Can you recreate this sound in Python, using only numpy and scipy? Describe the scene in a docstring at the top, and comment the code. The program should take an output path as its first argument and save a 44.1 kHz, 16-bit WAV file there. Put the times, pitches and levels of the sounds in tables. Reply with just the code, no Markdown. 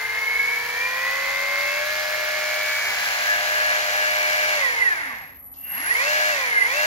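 """A lifted scooter tyre, spun by an electric motor's friction roller, heard close up on a stone patio.
It speeds up, runs flat out, coasts almost to rest and is driven up again, with one short let-up.
Tread, ribs and motor whine through the frame's resonances, the rubber grinds and hisses, and the
controller whistles at part throttle. A two-port stereo microphone is walked round the wheel from
side A to side B, over a faint distant rumble."""
import sys
import numpy as np
from scipy import signal
from scipy.fft import rfft, irfft, next_fast_len
from scipy.io import wavfile
from scipy.ndimage import uniform_filter1d, map_coordinates

SR = 44100
rng = np.random.default_rng(int(sys.argv[2]) if len(sys.argv) > 2 else 0)


def dump(signal):
    """Clip the signal to [-1, 1] and save it as 16-bit WAV at the path in sys.argv[1]."""
    limited = np.clip(np.atleast_2d(signal).T, -1, 1)
    pcm = np.round(limited * 32767).astype(np.int16)
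    wavfile.write(sys.argv[1], SR, pcm)


N = 302511

TREAD, RIBS, ROLLER, FIELD = 28, 26, 4.533, 32.85  # cycles per wheel turn; FIELD is the motor's
CAN_ORDER = 126.8  # the motor can's whine, cycles per wheel turn
COGS = 24  # magnetic detents per roller turn

# slow climb, flat out, coast, full throttle, short let-up: (time [s], wheel speed [turns/s])
WHEEL_SPEED = [(0, 15.75), (.2, 16.42), (.73, 17.38), (.84, 18.03), (1.17, 19.38), (1.71, 20.77),
               (1.93, 21.83), (4.5, 21.83), (4.565, 21.6), (4.66, 18.55), (4.82, 15.65), (5.3, 4.4),
               (5.43, 1.9), (5.56, 1.3), (5.63, 2.2), (5.7, 5.2), (5.89, 13.4), (6.03, 19.8), (6.08, 21.3),
               (6.15, 21.83), (6.31, 21.83), (6.42, 18.65), (6.51, 16.6), (6.645, 15.4), (6.77, 21.3),
               (6.86, 21.83)]
# the microphone's path round the wheel: (time [s], place [0 side A, 1 side B])
MIC_WALK = [(0, 0), (2.3, 0.012), (2.7, 0.22), (3.1, 0.79), (3.8, 0.95), (6.86, 0.98)]
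# left port against right: (frequency [Hz], lead at A [rad], level at A [dB], lead at B [rad],
# level at B [dB])
MIC_PORTS = [(100, 0, 1, 0, 1.5), (600, .4, 7, .8, 4), (850, 0, 0, 1, 4), (1250, -.1, 1.5, 1.8, 1),
             (1650, -1.4, 3, 2.6, 2), (2000, -1.6, 0, 3.8, -6), (2300, -1.4, 0, 4.2, 0),
             (2800, -.4, 1, 5.9, -1), (3400, 0, -2, 7.6, 5), (4800, .4, -4, 10.5, 0),
             (7000, .6, 2, 15.5, 6), (8300, .3, -1, 18.5, 0), (12000, 0, 0, 28.4, 0)]
# how alike noise is at the two ports: (frequency [Hz], coherence [0-1])
MIC_COHERENCE = [(100, 0.83), (600, 0.71), (1000, 0.16), (1400, 0.99), (2200, 0.11), (2900, 0.32),
                 (4000, 0.25), (7000, 0.15), (9000, 0.028)]
# colour at the microphone on side A: (frequency [Hz], gain [dB])
SIDE_A_COLOUR = [(900, -2), (1300, -0.5), (2100, -1.5), (4300, 0.5), (7000, -1.5), (10000, -2.5),
                 (14000, -2.5)]
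# still outdoor air: (frequency [Hz], level [dB])
OUTDOOR_AIR = [(15, -46), (25, -20), (65, 0), (152, -9), (216, -8.5), (264, -11), (356, -18), (815, -10),
               (1250, -15), (2110, -42), (6530, -44), (8390, -68), (10000, -58), (13000, -91.5),
               (22000, -120)]
# response of frame, wheel and motor can: (frequency [Hz], gain [dB])
BODY_RESPONSE = [(120, -30), (215, -27.5), (265, -39), (325, -30), (400, -27), (500, -21.5), (650, -18),
                 (850, -12.5), (1050, -11), (1300, -12), (1700, 0), (2000, -1), (2250, 1), (2550, -4.5),
                 (2850, -9), (3400, -12.5)]
# the frame's own notes, brought out by slow rubbing: (frequency [Hz], level [dB])
FRAME_NOTES = [(600, -29), (900, -7.5), (1300, -14.5), (1750, 0.5), (2050, 2), (2350, -10), (2800, -13.5),
               (3200, -61)]
# sharp resonances of the mount: (frequency [Hz], width [Hz], boost [dB])
MOUNT_MODES = [(719, 16, 7.5), (1080, 26, 7.5), (1816, 31, 3)]
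# the tyre's answer to its tread, peaking at air cavity and casing: (frequency [Hz], level [dB])
TYRE_RESPONSE = [(100, -64), (200, -54.5), (268, -44), (330, -55.5), (440, -44), (520, -36.5), (560, -32),
                 (595, -26.5), (620, -29)]
# controller whistle; rows: lower, upper sideband
# (light-load level at A [dB], light-load level at B [dB], level of the ripple-driven part [dB])
SIDEBANDS = [(-52, -51, -31), (-51, -59, -37)]
# roller on rubber; rows: grind, hiss, fizz
# (level at A [dB], level at B [dB], growth [dB per tenfold speed], knee speed [turns/s])
RUB_LEVELS = [(-29.5, -27, 39, 9.3), (-33, -29.5, 45, 24), (-35.5, -37.5, 38, 21.6)]
# the rubbing's low, high and top bands: (frequency [Hz], level [dB])
GRIND_SPECTRUM = [(150, -51), (400, -1.5), (650, 3.5), (1000, -4), (3000, -8), (4200, -7.5), (7000, -25.5)]
HISS_SPECTRUM = [(1800, -21.5), (3200, 0.5), (3700, -4), (4500, 1.5), (5700, -2), (6800, -1), (7800, -12),
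                 (9000, -22.5), (11000, -7.5), (16000, -33)]
FIZZ_SPECTRUM = [(6000, -11), (9000, -3), (10300, -7), (11300, 5.5), (12500, 4.5), (14200, 1), (15700, 3.5)]
# the microphone crosses treble beamed from the gap between roller and tyre: (time [s], level [dB])
TREBLE_BEAM = [(2.25, 1), (2.7, 2), (3.1, 0.5), (3.7, -0.5)]
# weaker whines: (order [cycles per wheel turn], relative level at A [dB], relative level at B [dB])
WEAK_ORDERS = [(9.03, -2, -4.5), (18.2, -2.5, -6), (26.06, -1, -10), (31.04, -1, -5), (32.64, -10, -2.5),
               (36.17, -11, -10), (41.3, -11, -19), (45.44, -12, -10.5), (59.4, -10, -12), (63.5, -7, -12),
               (65.8, -9, -15.5), (72.34, -8.5, -10), (73.6, -16, -20), (82.1, -34, -26), (82.6, -14, -26),
               (90.2, -12, -14), (94, -14, -10.5), (98.5, -4.5, -23), (163.3, -14, -20), (182.8, -8.5, -7),
               (236.6, -10, -16)]
# strong whines; rows: second rib, second tread, third rib, fourth rib, squeal, can, cogging
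# (level at A [dB], level at B [dB], resonance at A [Hz], resonance at B [Hz], width [Hz], boost [dB])
STRONG_WHINES = [(-42.5, -45, 1063, 1096, 72, 15), (-36, -33.5, 1046, 1060, 62, 12),
                 (-40, -31.5, 1705, 1705, 77, 7.5), (-38.5, -33, 1978, 1960, 129, 20),
                 (-36.5, -33, 2188, 1990, 178, 15.5), (-42, -37, 2650, 2690, 42, 15),
                 (-45, -45, 2200, 2160, 96, 13)]
# the third and fourth rib overtones and the motor squeal flare and fade: (time [s], level [dB])
THIRD_RIB_SWELL = [(1.7, 2.5), (2.3, -3.5), (2.9, -7), (3.1, -7), (3.24, -5.5), (3.31, 6), (3.42, -5.5),
                   (3.53, 0), (3.7, 1), (3.85, -6), (4.04, 1.5), (4.15, -5), (4.45, -1.5), (4.6, -5),
                   (6.2, 0)]
FOURTH_RIB_SWELL = [(0.65, -2), (0.8, 1), (1.0, -5), (1.14, -2.5), (1.3, -3), (1.66, 6), (2, -5),
                    (2.45, 2.5), (2.7, 6), (2.95, -1.5), (3.15, -6), (3.5, -13), (3.7, 1), (3.85, -10),
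                    (4.2, 3.5), (4.55, 2.5), (4.61, -5), (4.66, -4), (4.75, -2.5), (6.0, 0.5), (6.25, 1.5),
                    (6.42, -12), (6.58, 10.5), (6.72, -9), (6.86, 0)]
SQUEAL_SWELL = [(0, -3), (0.15, -5.5), (0.45, -0.5), (0.56, -4), (0.66, -9), (0.77, -6), (0.84, 5),
                (0.95, -1.5), (1.3, -3.5), (4.5, -2.5), (4.74, -9), (4.84, -2), (4.9, 7), (4.96, -0.5),
                (5.12, 2), (5.8, -1), (5.89, 0.5), (5.94, -4.5), (6.1, -2), (6.54, -5.5), (6.6, -1),
                (6.7, -5)]


def amp(db):
    """Decibels to gain."""
    return 10 ** (np.asarray(db) / 20)


def unit(x):
    """x at rms 1."""
    return x / np.sqrt(np.mean(x ** 2) + 1e-20)


def along(points, hz):
    """Each column of a table over frequency, read on a log axis."""
    freqs, *cols = np.transpose(points)
    return np.squeeze([np.interp(np.log(hz + 1), np.log(freqs + 1), col) for col in cols])


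def curve(points):
    """A table over time as one value per sample."""
    return np.interp(np.arange(N) / SR, *np.transpose(points))


def sided(at_a, at_b):
    """A value that follows the microphone from side A to side B."""
    return at_a + curve(MIC_WALK) * (at_b - at_a)


def noise():
    """Two unrelated white noises."""
    return rng.standard_normal((2, N))


def wobble(rate):
    """A smooth random curve, rate knots a second."""
    coarse = np.arange(0, N + 64, 64)
    knots = rng.standard_normal(int(N * rate / SR) + 4)
    return np.interp(np.arange(N), coarse, map_coordinates(knots, [coarse * rate / SR]))


def filtered(x, response):
    """x times a response of frequency."""
    size = next_fast_len(N + SR // 4)
    return irfft(rfft(x, size) * response(np.fft.rfftfreq(size, 1 / SR)), size)[..., :N]


def skirt(width_hz):
    """Slow noise of rms 1; a tone multiplied by it spreads by this width."""
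    return unit(filtered(rng.standard_normal(N), lambda hz: 1 / (1 + (hz / width_hz) ** 2)))


def peak(hz, centre_hz, width_hz, boost_db):
    """Gain in dB of one resonance."""
    return boost_db / (1 + ((hz - centre_hz) / width_hz) ** 2)


def ringing(x, centre_hz, width_hz):
    """One resonance driven by x, at rms 1."""
    return unit(filtered(x, lambda hz: (1 + 1j * (hz - centre_hz) / width_hz) ** -2))


def spread(pair):
    """Two unrelated signals become left and right, partly alike."""
    angle = lambda hz: np.arccos(np.clip(along(MIC_COHERENCE, hz), 0, 1)) / 2
    mid, side = filtered(pair, lambda hz: np.array([np.cos(angle(hz)), np.sin(angle(hz))]))
    return np.array([mid + side, mid - side])


def stereo_band(pair, *spectra):
    """A pair spread over the two ports and shaped by spectra, at rms 1."""
    return unit(filtered(spread(pair), lambda hz: amp(sum(along(s, hz) for s in spectra))))


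def surface(turns, count):
    """A random profile with count harmonics round a circumference, met again at every turn."""
    harmonics = rng.standard_normal(count) + 1j * rng.standard_normal(count)
    profile = irfft(np.r_[0, harmonics], 20 * count)
    return unit(np.interp(turns % 1, np.linspace(0, 1, len(profile)), profile))


def tone(cycles, slip, flutter_db):
    """A tone of rms about 1 whose phase wanders by slip radians and whose level flutters."""
    phase = 2 * np.pi * (cycles + rng.random()) + slip * wobble(24)
    return np.sqrt(2) * np.sin(phase) * amp(flutter_db * wobble(35))


def contact_db(speed, a_db, b_db, slope_db, knee_speed):
    """Level of a contact sound: a power of the speed, up to a ceiling."""
    return sided(a_db, b_db) + slope_db * np.log10(np.minimum(speed / knee_speed, 1))


def swept_db(speed, order, a_db, b_db, a_hz, b_hz, width_hz, boost_db):
    """Level of a whine that sweeps across the body's response and one sharp resonance."""
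    hz = order * speed
    level_db = contact_db(speed, a_db, b_db, slope_db=28, knee_speed=13)
    return level_db + along(BODY_RESPONSE, hz) + peak(hz, sided(a_hz, b_hz), width_hz, boost_db)


def current(speed, smoothing_s=0.59):
    """Motor current, 0-1: it follows the acceleration."""
    push = uniform_filter1d(np.maximum(np.gradient(speed), 0), int(smoothing_s * SR))
    return push / push.max()


def ripple(speed):
    """Current ripple, 0-1: for a given current it is greatest at a third of top speed."""
    duty = speed / speed.max()
    chop = duty * (1 - duty) ** 2
    return current(speed) * (chop / chop.max()) ** 1.23


def paving(x, echo_db, t60_s=0.038):
    """Patio slabs and frame scatter a short echo, different at each port."""
    t = np.arange(SR // 12) / SR
    tails = rng.standard_normal((2, len(t))) * amp(-60 * t / t60_s)
    tails /= np.linalg.norm(tails, axis=1, keepdims=True)
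    echo = signal.fftconvolve(x[None], tails, axes=1)[:, :N]
    return (x + amp(echo_db) * echo) / np.hypot(1, amp(echo_db))


def walking_microphone(x):
    """Delay and shading between the two ports change on the way round the wheel."""
    hz, t, spectrum = signal.stft(x, SR, nperseg=1024)
    place = np.interp(t, *np.transpose(MIC_WALK))
    lead_a, tilt_a, lead_b, tilt_b = along(MIC_PORTS, hz)[..., None]
    lead = lead_a + place * (lead_b - lead_a)
    tilt_db = tilt_a + place * (tilt_b - tilt_a)
    left = amp(tilt_db / 2) * np.exp(.5j * lead)
    gains = np.array([left, 1 / left])
    gains /= np.sqrt(np.mean(abs(gains) ** 2, axis=0))
    gains *= amp((1 - place) * along(SIDE_A_COLOUR, hz)[:, None])
    return signal.istft(spectrum * gains, SR, nperseg=1024)[1][:, :N]


def rumble_and_hum(hum_hz=267):
    """A low rumble in the distance; close by, a faint hum near 267 Hz, a note of the frame and tyre, comes in
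    towards side B."""
    rumble = amp(-55.5) * stereo_band(noise(), OUTDOOR_AIR)
    hum = tone(hum_hz * np.arange(N) / SR, slip=.7, flutter_db=2)
    return rumble + amp(-65) * curve(MIC_WALK) * hum


def can_ring(speed):
    """At speed the rubbing keeps the motor can ringing, picked up from side B."""
    ring = ringing(spread(noise()), centre_hz=2740, width_hz=170)
    return amp(-43) * curve(MIC_WALK) * (speed / speed.max()) ** 2 * ring


def restart(speed, turns, start_s=5.54, rise_s=0.068):
    """The drive cuts in with a tick; its torque pulses ring the motor can as the wheel gathers speed."""
    age = np.maximum(np.arange(N) / SR - start_s, 0)
    rasp = stereo_band(noise(), HISS_SPECTRUM) * (age > 0)
    tick = rasp * (amp(-58 - 60 * age / 0.05) + amp(-59 - 60 * age / 1.5))  # snap and tail
    kicks = rng.standard_normal(N) * amp(2.3 * surface(ROLLER * turns, count=7))
    ring = ringing(kicks, centre_hz=2765, width_hz=70)
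    return tick + amp(-39) * (1 - np.exp(-age / rise_s)) * ripple(speed) * ring


def controller(speed, turns, carrier_hz=11920):
    """Switching sidebands whistle: they move apart with speed, grow with current and stop flat out."""
    slow_dip = 0.99 + 0.01 * np.minimum(speed / 4.8, 1)
    chopping = slow_dip * (1 - (speed / speed.max()) ** 11) ** 2
    load = ripple(speed)
    lower_gain, upper_gain = [amp(sided(a_db, b_db)) * chopping + amp(load_db) * load
                              for a_db, b_db, load_db in SIDEBANDS]
    carrier, field = carrier_hz * np.arange(N) / SR, FIELD * turns
    # unequal magnets blur each sideband
    uneven = lambda depth: 1 + depth * surface(ROLLER * turns, count=4)
    lower = tone(carrier - 2 * field, slip=.15, flutter_db=.6) * uneven(.3)
    upper = tone(carrier + 2 * field, slip=.15, flutter_db=.6) * uneven(.2)
    # heavy current raises an outer sideband and a sizzle that clings to the lower one
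    outer = amp(-53) * load * tone(carrier + 4 * field, slip=.82, flutter_db=1) * uneven(.54)
    sizzle = (amp(-9) + amp(-14) * load) * lower * skirt(width_hz=259)
    # a resonance lifts the lower sideband at light load and dips it at heavy load
    winding_db = (0.5 - load) * peak(carrier_hz - 2 * FIELD * speed, 10890, 43, 7)
    whistle = lower_gain * (lower * amp(winding_db) + sizzle) + upper_gain * upper + outer
    return paving(whistle, echo_db=-9)


def weak_whines(speed, turns):
    """Lesser orders of wheel and motor swell as they cross the resonances of body and mount."""
    whines = np.zeros(N)
    hz = np.geomspace(20, SR / 2, 1500)
    response_db = along(BODY_RESPONSE, hz) + sum(peak(hz, *mode) for mode in MOUNT_MODES)
    for order, a_db, b_db in WEAK_ORDERS:
        level_db = sided(a_db, b_db) + np.interp(order * speed, hz, response_db)
        whines += amp(level_db) * tone(order * turns, slip=.35, flutter_db=2.5)
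    gain = amp(contact_db(speed, *RUB_LEVELS[0])) * speed / speed.max()
    return paving(gain * whines, echo_db=-5)


def rubbing(speed, turns, slip_db=2.5):
    """Tyre and roller roughness repeat with their turns; loose slip hisses, pulsing with the roller."""
    pace = speed / speed.max()
    roller_turns = ROLLER * turns
    pressure = surface(roller_turns, count=6)
    impact = pace ** 2  # bumps strike harder at speed
    tyre = impact * np.array([surface(turns, count=700) * (1 + .21 * pressure) for _ in range(2)])
    bearing = impact * np.array([surface(roller_turns, count=155) for _ in range(2)])
    roughness = 1.05 * tyre + .45 * bearing + .95 * noise() * amp(1.5 * pressure)
    rush = stereo_band(roughness, BODY_RESPONSE, GRIND_SPECTRUM)
    # at low speed the rubber drags and rings the frame instead of rushing
    drag = np.clip(1.3 * (1 - pace), 0, .7)
    frame = stereo_band(noise() * amp(.47 * pressure), FRAME_NOTES)
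    grind = np.sqrt(1 - drag) * rush + np.sqrt(drag) * frame
    # a high spot on the roller scuffs the tyre once a turn, harder or softer by chance
    scuff = np.exp(10 * (np.cos(2 * np.pi * roller_turns) - 1)) * amp(3.2 * wobble(110))
    sliding = noise() * (amp(.5 * pressure) + .91 * scuff)
    hiss = stereo_band(.074 * tyre + .05 * bearing + sliding, HISS_SPECTRUM)
    fizz = stereo_band(noise() * (amp(2.1 * wobble(300)) + .4 * scuff), FIZZ_SPECTRUM)
    grind_db, hiss_db, fizz_db = [contact_db(speed, *row) for row in RUB_LEVELS]
    treble_db = curve(TREBLE_BEAM) + slip_db * current(speed)
    grind_db += 4 * np.log10(pace) + .53 * wobble(25)  # still creeps up above its knee
    hiss_db += treble_db + .38 * wobble(8)
    fizz_db += treble_db + .48 * wobble(11)
    return amp(grind_db) * grind + amp(hiss_db) * hiss + amp(fizz_db) * fizz


def tread_drone(speed, turns):
    """Tread blocks drum on the roller, and the tyre's sidewalls radiate the note."""
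    runout = 1 + .21 * np.cos(2 * np.pi * ROLLER * turns)  # the roller presses harder once a turn
    # with the microphone edge-on to the wheel, the sidewalls arrive weak and out of step
    edge_on_db = curve([(2.6, -2.5), (3, -14.5), (3.45, -6), (4.2, -4.5), (6.1, -3.5)])
    skew_cycles = curve([(2.5, 0.064), (2.95, 0.11), (3.3, 0)]) * np.array([[1], [-1]])
    level_db = along(TYRE_RESPONSE, TREAD * speed) + edge_on_db
    return amp(level_db) * runout * tone(TREAD * turns + skew_cycles, slip=.03, flutter_db=.44)


def strong_whines(speed, turns, chatter_rad=.25):
    """Tread, rib and motor overtones sweep through resonances; the squeal beats with the fifth rib's."""
    # the roller chatters on the rubber below top speed and runs smoothly flat out
    unsettled = np.minimum(12 * (1 - speed / speed.max()), 1)
    chatter = chatter_rad / (2 * np.pi) * unsettled * skirt(width_hz=90)
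    # uneven rubber wraps an overtone in a cluster of close tones
    uneven = lambda depth: 1 + depth * surface(turns, count=8)

    def whine(order, row, slip, flutter_db):
        return amp(swept_db(speed, order, *row)) * tone(order * turns + chatter, slip, flutter_db)

    rib_row, tread_row, third_row, fourth_row, squeal_row, can_row, cogging_row = STRONG_WHINES
    second = (whine(2 * TREAD, tread_row, .27, 1.5) + whine(2 * RIBS, rib_row, .35, 1)) * uneven(.3)
    third = whine(3 * RIBS, third_row, .15, .8) * uneven(.28)
    fourth = whine(4 * RIBS, fourth_row, .1, .6) * uneven(.2)
    squeal = whine(4 * FIELD, squeal_row, .22, 1) * uneven(.25)
    fifth = whine(5 * RIBS, squeal_row, .3, .8)
    can = whine(CAN_ORDER, can_row, .2, 1.5)
    cogging = whine(COGS * ROLLER, cogging_row, .35, 1.5) * uneven(.4)
    torque_db = 7.5 * current(speed)
    whines = second + cogging + amp(torque_db) * can
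    whines += amp(curve(THIRD_RIB_SWELL)) * third
    whines += amp(curve(FOURTH_RIB_SWELL) - torque_db) * fourth
    whines += amp(curve(SQUEAL_SWELL)) * (squeal + amp(sided(-8, 1)) * fifth)
    return paving(whines, echo_db=-12)


def scene(inertia_s=.03):
    """The scooter close to the microphone, all geared to its wheel, with the open air behind."""
    speed = uniform_filter1d(curve(WHEEL_SPEED), int(inertia_s * SR))
    turns = np.cumsum(speed) / SR
    whines = tread_drone(speed, turns) + strong_whines(speed, turns) + weak_whines(speed, turns)
    rubber = rubbing(speed, turns)
    drive = can_ring(speed) + controller(speed, turns) + restart(speed, turns)
    return walking_microphone(whines + rubber + drive) + rumble_and_hum()


def record(dry, top_hz=15800):
    """The recorder keeps nothing above its band limit."""
    return filtered(dry, lambda hz: hz < top_hz)


dry = scene()
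out = record(dry)
dump(out)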